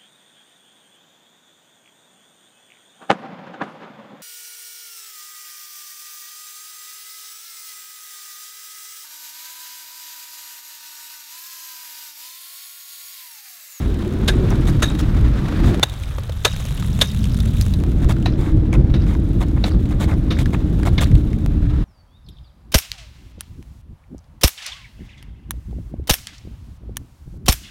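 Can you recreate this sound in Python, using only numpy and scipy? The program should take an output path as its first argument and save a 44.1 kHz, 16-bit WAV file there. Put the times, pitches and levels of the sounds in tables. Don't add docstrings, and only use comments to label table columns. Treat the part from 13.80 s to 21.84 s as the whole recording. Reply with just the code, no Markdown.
import sys
import numpy as np
from scipy import signal
from scipy.fft import rfft, irfft, next_fast_len
from scipy.io import wavfile
from scipy.ndimage import uniform_filter1d

SR = 44100
rng = np.random.default_rng(int(sys.argv[2]) if len(sys.argv) > 2 else 0)


def put_to_file(sound):
    columns = np.atleast_2d(sound).T
    safe = np.clip(columns, -1, 1)
    whole_steps = np.round(safe * 32767)
    wavfile.write(sys.argv[1], SR, whole_steps.astype(np.int16))


N = 354652


def from_db(db):
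    return 10 ** (np.asarray(db) / 20)


def rms_one(x):
    return x / np.sqrt(np.mean(x ** 2) + 1e-20)


def in_time(rows):
    time_s, *columns = np.transpose(rows)
    return [np.interp(np.arange(N) / SR, time_s, column) for column in columns]


def add(track, start_s, sound):
    start = max(0, round(start_s * SR))
    track[start:start + len(sound)] += sound[:max(0, N - start)]


def coloured(x, spectrum):
    size = 2 * next_fast_len(len(x) // 2 + SR // 10)
    hz, db = np.transpose(spectrum)
    grid_hz = np.maximum(np.fft.rfftfreq(size, 1 / SR), 1)
    beyond = np.minimum(grid_hz / hz[0], 1) * np.minimum(hz[-1] / grid_hz, 1)
    shape_db = np.interp(np.log(grid_hz), np.log(hz), db)
    gain = rms_one(from_db(shape_db) * beyond ** 2)
    cepstrum = irfft(np.log(gain))[:size // 2]
    cepstrum[1:] *= 2
    response = np.exp(rfft(cepstrum, size))
    return irfft(rfft(x, size) * response, size)[:len(x)]


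def resonance(x, hz, width_hz):
    r = np.exp(-np.pi * width_hz / SR)
    numerator = np.array([1, 0, -1]) * (1 - r * r) / 2
    denominator = [1, -2 * r * np.cos(2 * np.pi * hz / SR), r * r]
    return signal.lfilter(numerator, denominator, x)


def low_pass(x, hz, order):
    return signal.sosfilt(signal.butter(order, min(hz, SR / 2 - 100), fs=SR, output="sos"), x)


def drift(rate_hz):
    return rms_one(low_pass(rng.standard_normal(N + SR), rate_hz, order=2)[SR:])


def evened(x, span_s):
    power = uniform_filter1d(x ** 2, max(2, int(span_s * SR)))
    return x / np.sqrt(power + 1e-12)


def fractures(per_s, spread_db):
    size_db = spread_db * np.clip(rng.standard_normal(N), -2, 2)
    sizes = from_db(size_db) * rng.choice([-1, 1], N)
    return rms_one(sizes * (rng.random(N) < per_s / SR))


def load(t, peak_s):
    u = t / peak_s
    return u * np.exp((1 - u * u) / 2)


def grit(per_s, low_hz, high_hz, spread_db, relative_width, count=18):
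    landings, dealt = fractures(per_s, spread_db), rng.integers(0, count, N)
    out = np.zeros(N)
    for k, hz in enumerate(np.geomspace(low_hz, high_hz, count)):
        grains = landings * (dealt == k) + 1e-18
        once = resonance(grains, hz, relative_width * hz)
        out += resonance(once, hz, relative_width * hz) / np.sqrt(hz)
    return rms_one(out)


# start_s, bite_s (rise to full force), crack_db, knock_hz, knock_db, chatter_db,
#            ring_db, pitch_ratio (set by the grip of the ice on the pick), crumble_db
AXE_BLOWS = [(0.476, 0.01, -20, 1610, -23.5, -19, -43, 1.012, -34),
             (1.02, 0.0082, -20, 1370, -23.5, -25, -26, 1.01, -27.5),
             (2.028, 0.0049, -12.5, 680, -25.5, -8.5, -35, 1.005, -40),
             (2.647, 0.0055, -12.5, 1238, -18.5, -12.5, -27.5, 1.015, -23.5),
             (3.2113, 0.0061, -16.5, 538, -37, -9.5, -28, .997, -25.5),
             (4.457, 0.0034, -22, 670, -24.5, -22, -43, 1.09, -28),
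             (5.139, 0.0016, -31.5, 1610, -38, -27, -39, 1.03, -29),
             (5.839, 0.0022, -34, 715, -23, -16, -48, 1.07, -26),
             (6.504, 0.0045, -32, 1660, -45, -26, -39, 1, -24),
             (7.178, 0.0042, -26, 2100, -23.5, -20.5, -34, 1, -27)]
# pitch_hz (before pitch_ratio), level_db (added to ring_db), t60_s
PICK_MODES = [(1675, -2, 0.1), (3740, -2, 0.31), (6370, -4, 0.072), (12800, -21, .2)]
# (relative, per Hz)
CRACK_SPECTRUM = [(200, -8), (500, 15), (800, 6), (1300, 8.5), (2100, 5.5), (2800, 6.5), (4000, -1),
                  (5000, -3.5), (6400, 3), (8000, -2), (11500, -3.5), (16000, -17)]
CHATTER_HZ, CHATTER_WIDTH_HZ, KNOCK_WIDTH_HZ = 3617, 170, 110
RING_WANDER_RAD = 0.65
FAR_FROM_S, NEAR_MUFFLE_HZ, FAR_MUFFLE_HZ = 4.04, 15000, 4980
SPRAY_PEAK_S, SPRAY_FALL_S, SPRAY_BELOW_CRUMBLING_DB, SPRAY_GRAINS_PER_S = 0.077, 0.03, -15, 500


def axe(crumble_t60_s=0.13, ring_rough_db=5.5, knock_stretch=1.47, treble_leak_db=-15.5,
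        head_hz=2800, head_db=-18.5):
    out, t = np.zeros(N), np.arange(SR // 2) / SR
    cracks = evened(coloured(fractures(per_s=14000, spread_db=7.5), CRACK_SPECTRUM), span_s=0.003)
    head_noise = resonance(rng.standard_normal(N), head_hz, CHATTER_WIDTH_HZ)
    head = from_db(head_db) * evened(head_noise, span_s=0.015)
    rubbing = from_db(ring_rough_db * drift(90))
    slipping_rad = RING_WANDER_RAD * drift(58)
    spray = grit(SPRAY_GRAINS_PER_S, low_hz=1200, high_hz=9600, spread_db=6.0, relative_width=0.25)
    landing = np.minimum(t / SPRAY_PEAK_S, np.exp((SPRAY_PEAK_S - t) / SPRAY_FALL_S))
    for (start_s, bite_s, crack_db, knock_hz, knock_db, chatter_db,
         ring_db, pitch_ratio, crumble_db) in AXE_BLOWS:
        here = slice(int(start_s * SR), int(start_s * SR) + len(t))
        force = load(t, bite_s)
        seated = 1 - np.exp(-(t / bite_s / 2) ** 2)
        since_s = np.maximum(t - 2 * bite_s, 0)
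        crumbling = seated * from_db(crumble_db - 60 * since_s / crumble_t60_s)

        knock = resonance(rng.standard_normal(len(t)), knock_hz, KNOCK_WIDTH_HZ)
        knock = evened(knock, span_s=0.017)
        chatter = resonance(rng.standard_normal(len(t)), pitch_ratio * CHATTER_HZ, CHATTER_WIDTH_HZ)
        chatter = evened(chatter, span_s=0.0017)

        blow = cracks[here] * (from_db(crack_db) * force + crumbling)
        blow += knock * from_db(knock_db) * load(t, knock_stretch * bite_s)
        blow += (chatter + head[here]) * (from_db(chatter_db) * force + crumbling / 2)
        blow += spray[here] * landing * from_db(crumble_db + SPRAY_BELOW_CRUMBLING_DB)
        for pitch_hz, level_db, t60_s in PICK_MODES:
            ring = seated * rubbing[here] * from_db(ring_db + level_db - 60 * since_s / t60_s)
            cycles = pitch_ratio * pitch_hz * t + rng.random()
            blow += ring * np.sin(2 * np.pi * cycles + slipping_rad[here])

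        muffle_hz = FAR_MUFFLE_HZ if start_s > FAR_FROM_S else NEAR_MUFFLE_HZ
        add(out, start_s, low_pass(blow, muffle_hz, order=7) + from_db(treble_leak_db) * blow)
    return out


# start_s, rise_s (to full weight), body_db, crisp_db (both before trim)
STEPS = [(0.709, 0.0071, -35, -54), (0.867, 0.0086, -37.5, -37), (1.186, 0.0069, -38, -37),
         (1.85, 0.018, -44, -42.5), (4.215, 0.0085, -42, -48.5), (4.286, 0.01, -33, -36),
         (4.569, 0.041, -43.5, -49), (4.925, 0.011, -36.5, -47.5), (5.266, .022, -43.5, -50),
         (5.603, 0.01, -36, -42.5), (5.76, 0.0072, -42, -59), (5.854, 0.011, -40.5, -41),
         (6.104, .008, -41, -48), (6.195, 0.017, -36.5, -38), (6.273, 0.02, -37, -48),
         (6.582, 0.013, -40, -39), (6.728, 0.0073, -33, -43), (7.049, 0.011, -33.5, -39.5),
         (7.206, 0.0092, -31, -29.5)]
# (relative, per Hz)
BODY_SPECTRUM = [(200, 1), (500, 9.5), (1250, 4.5), (1800, -4), (2200, 1), (2800, -27), (3600, -11),
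                 (4400, -38), (9000, -42)]
CRISP_SPECTRUM = [(1500, -2), (2800, -3), (3650, 5), (4400, -7), (5600, -8.5), (6700, -5), (8500, -8),
                  (12000, -12.5), (16000, -18)]
TOE_LAG_PER_RISE, TOE_BODY_DB, TOE_CRISP_DB = 1.38, 1.5, -2.5


def crampons(body_trim_db=5.0, crisp_trim_db=4.0, lumps_db=-6.5, slip_db=3.0):
    body_power, crisp_power, t = np.zeros(N), np.zeros(N), np.arange(SR // 4) / SR
    for start_s, rise_s, body_db, crisp_db in STEPS:
        heel, toe = (0, 0, 0), (TOE_LAG_PER_RISE * rise_s, TOE_BODY_DB, TOE_CRISP_DB)
        for lag_s, more_body_db, more_crisp_db in (heel, toe):
            weight = load(t, rise_s)
            body_gain = from_db(body_db + more_body_db + body_trim_db)
            crisp_gain = from_db(crisp_db + more_crisp_db + crisp_trim_db)
            add(body_power, start_s + lag_s, (body_gain * weight) ** 2)
            add(crisp_power, start_s + lag_s, (crisp_gain * weight) ** 2)
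    body, crisp = np.sqrt(body_power), np.sqrt(crisp_power)
    jerks = rms_one(from_db(slip_db * drift(300)))
    coarse = evened(fractures(per_s=2500, spread_db=3.5) * jerks, span_s=0.017)
    fine = evened(fractures(per_s=5200, spread_db=3.0) * jerks, span_s=0.0062)
    lumps = grit(per_s=450, low_hz=550, high_hz=2500, spread_db=4.0, relative_width=0.16)
    lumps = evened(lumps, span_s=0.04)
    crust = coloured(coarse * body, BODY_SPECTRUM) + coloured(fine * crisp, CRISP_SPECTRUM)
    return crust + from_db(lumps_db) * body * lumps


SPLINTER_OVER_CRISP_DB, SPLINTER_LAST_RISES = 10.5, 3.9
SPLINTER_HZ, SPLINTER_SPREAD_OCTAVES = 3770, 0.58


def splinters(count=2):
    rows = []
    for step_s, rise_s, _, crisp_db in STEPS:
        for when, size in rng.random((count, 2)):
            start_s = step_s + rise_s * (1 + when * (SPLINTER_LAST_RISES - 1))
            pitch_hz = SPLINTER_HZ * 2 ** (SPLINTER_SPREAD_OCTAVES * (2 * size - 1))
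            rows.append((start_s, crisp_db + SPLINTER_OVER_CRISP_DB, pitch_hz))
    return rows


# start_s, level_db (before trim), pitch_hz
CHIPS = [(0.704, -24.5, 5950), (1.945, -14, 600), (2.097, -22.5, 3650), (2.235, -24, 2506),
         (2.382, -26, 1100), (2.384, -15.5, 520), (2.494, -27, 889), (2.495, -18, 505), (2.653, -4.5, 880),
         (2.667, -12, 575.6), (2.976, -22, 2797), (3.025, -19.5, 1190), (3.442, -18.5, 3220),
         (3.603, -18.5, 3760), (3.812, -12.5, 4728), (3.823, -21, 6050), (3.938, -19.5, 3950),
         (4.245, -20.5, 990), (4.366, -27, 1410), (4.426, -28, 2966), (4.929, -17, 2190),
         (4.939, -19.5, 2185), (5.351, -21.5, 980), (6.056, -30, 2400), (6.589, -17, 2235),
         (6.658, -17.5, 1570), (6.998, -23, 1110), (7.032, -19, 1799), (7.072, -11.5, 700),
         (7.316, -29, 1887), (7.353, -23.5, 3049), (7.531, -26, 2006)]


def chips(t60_s=0.028, relative_width=0.087, trim_db=-3.5, snap_db=-1.5, snap_t60_s=0.0098):
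    out, t = np.zeros(N), np.arange(SR // 20) / SR
    for start_s, level_db, pitch_hz in CHIPS + splinters():
        grain = resonance(rng.standard_normal(len(t)), pitch_hz, relative_width * pitch_hz)
        tick = evened(grain, span_s=0.0025) * from_db(-60 * t / t60_s)
        snap = low_pass(rng.standard_normal(len(t)), 3 * pitch_hz, order=2)
        snap = snap * from_db(snap_db - 60 * t / snap_t60_s)
        add(out, start_s, from_db(level_db + trim_db) * (tick / np.abs(tick).max() + snap))
    return out


# start_s, peak_db
CLICKS = [(1.997, -11), (4.038, -16), (7.662, -13)]


def clicks(decay_s=0.00081):
    out, t = np.zeros(N), np.arange(SR // 20) / SR
    for start_s, peak_db in CLICKS:
        add(out, start_s, from_db(peak_db) * np.exp(-t / decay_s))
    return out


# centre_s, half_s (to 1/e of the rise), rise_db
GUSTS = [(1.421, 0.085, 2.5), (1.851, 0.067, 10), (3.284, 0.041, -10.5), (3.932, 0.017, 4.5),
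         (4.262, 0.051, 5), (4.67, 0.046, -4), (4.753, 0.03, 7.5), (4.997, 0.037, 6.5), (5.565, 0.011, 5),
         (5.958, .028, 6.5), (7.359, 0.029, 9)]


def gusts():
    t = np.arange(N) / SR
    return sum(rise_db * np.exp(-((t - centre_s) / half_s) ** 2) for centre_s, half_s, rise_db in GUSTS)


# time_s, level_db (before gusts and trim)
BUFFET_LEVEL = [(0.0, -20.5), (0.1, -16), (0.2, -21.5), (0.33, -24), (0.5, -15.5), (0.95, -14), (1.1, -21),
                (1.45, -13), (1.72, -23), (1.98, -20), (2.06, -29), (2.6, -26), (3.6, -16.5), (4.65, -17.5),
                (5.15, -13), (5.4, -16), (6.85, -17.5), (7.25, -14), (7.6, -20.5), (7.7, -15),
                (8.04, -16.5)]
# time_s, shedding_hz, level_db (before gusts and trim)
ROAR = [(0, 361.8, -27.5), (.6, 377.9, -21.5), (1.15, 305.7, -24), (1.7, 295.1, -24.5), (1.8, 326, -23),
        (1.995, 346.2, -20), (2.02, 119.8, -27.5), (2.6, 120.6, -30.5), (3.1, 205.3, -23.5),
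        (3.9, 220, -22), (4.05, 313.6, -24), (5.0, 325.7, -21.5), (5.5, 317.3, -24), (7.1, 310.8, -22.5),
        (8.04, 294.7, -25.5)]
# freq_hz, density_db (relative, per Hz); the eddies' holds at SHEDDING_HZ
BUFFET_SPECTRUM = [(12, -13.5), (25, -8), (52, 0.5), (85, -3.5), (125, -7), (175, -16.5), (250, -29),
                   (400, -55)]
EDDY_SPECTRUM = [(80, -14), (130, 0.5), (185, 4.5), (250, -0.5), (290, 0), (325, 3), (350, -4.5),
                 (380, -8.5), (500, -16.5), (700, -24.5), (1200, -39), (3000, -64.5)]
SHEDDING_HZ = 320
ROAR_FOLLOWS_GUST = 0.23


def wind(buffet_trim_db=0.15, eddy_trim_db=0.28, lumpy_db=1.5, waver=0.025, unsteady_db=1.0):
    buffet_db, = in_time(BUFFET_LEVEL)
    shedding_hz, eddy_db = in_time(ROAR)
    gust_db = gusts()
    buffet = evened(coloured(rng.standard_normal(N), BUFFET_SPECTRUM), span_s=0.095)
    buffet = buffet * from_db(unsteady_db * drift(9.4))
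    turbulence = coloured(rng.standard_normal(2 * N), EDDY_SPECTRUM)
    travelled = np.cumsum(shedding_hz / SHEDDING_HZ * (1 + waver * drift(4.02)))
    eddies = np.interp(travelled, np.arange(2 * N), turbulence)
    eddies = evened(eddies * from_db(lumpy_db * drift(24.6)), span_s=0.13)
    rumble = from_db(buffet_db + gust_db + buffet_trim_db) * buffet
    roar = from_db(eddy_db + ROAR_FOLLOWS_GUST * gust_db + eddy_trim_db) * eddies
    return rumble + roar


def snaps(per_s, spread_db, t60_s):
    decay = from_db(-60 / (t60_s * SR)) ** 2
    energy = signal.lfilter([1], [1, -decay], fractures(per_s, spread_db) ** 2 + 1e-18)
    return rms_one(np.sqrt(energy) * rng.standard_normal(N))


# time_s, rush_db, hiss_db (icy; both before trim)
AIR = [(0.0, -40, -52), (0.29, -40, -54), (0.69, -36.5, -53.5), (1.16, -38.5, -50.5), (1.54, -36, -57),
       (1.88, -32.5, -54), (2.06, -42.5, -49.5), (2.62, -46.5, -51), (2.82, -44, -44.5),
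       (3.87, -45.5, -45.5), (4.01, -45.5, -52), (5.04, -45.5, -69), (5.22, -44, -61), (5.4, -47.5, -57),
       (6.27, -45.5, -59.5), (7.28, -45, -53.5), (7.59, -48, -57.5), (8.04, -43, -68)]
# (relative, per Hz)
RUSH_SPECTRUM = [(250, 9.5), (500, 5), (900, 1.5), (1350, 2.5), (2100, -3.5), (3000, -7.5), (3700, -6.5),
                 (4500, -12.5), (7000, -21), (15000, -30.5)]
HISS_SPECTRUM = [(1500, -10), (3000, 8), (3750, 13.5), (4600, -1), (5500, 1), (6700, 2.5), (9000, -0.5),
                 (11500, -1.5), (16000, -5.5)]
CRUMBS_PER_S, CRUMBS_OVER_HISS_DB = 12, -2


def open_air(rush_trim_db=1.0, hiss_trim_db=-0.3, grit_db=-4.0, flutter_db=2.0,
             hiss_flutter_db=3.5, grit_growth=0.37):
    rush_db, hiss_db = in_time(AIR)
    rush = coloured(rng.standard_normal(N) * from_db(flutter_db * drift(37)), RUSH_SPECTRUM)
    hiss = coloured(rng.standard_normal(N) * from_db(hiss_flutter_db * drift(90)), HISS_SPECTRUM)
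    grains = grit(per_s=260, low_hz=1800, high_hz=12000, spread_db=6.0, relative_width=0.25)
    grains = grains * from_db(grit_db + grit_growth * (hiss_db - hiss_db.max()))
    crumbs = coloured(snaps(CRUMBS_PER_S, spread_db=2.0, t60_s=0.014), CRACK_SPECTRUM)
    crumbs = from_db(CRUMBS_OVER_HISS_DB) * crumbs
    icy = from_db(hiss_trim_db) * hiss + grains + crumbs
    return from_db(rush_db + rush_trim_db) * rush + from_db(hiss_db) * icy


def scene():
    return (axe() + crampons() + chips() + clicks() + wind() + open_air())[None]


CUTOFF_HZ = 15900


def record(dry):
    clipped = np.clip(dry, -1, 1)
    top_cut = signal.ellip(10, 0.1, 80, CUTOFF_HZ, fs=SR, output="sos")
    return signal.sosfilt(top_cut, clipped)


dry = scene()
out = record(dry)
put_to_file(out)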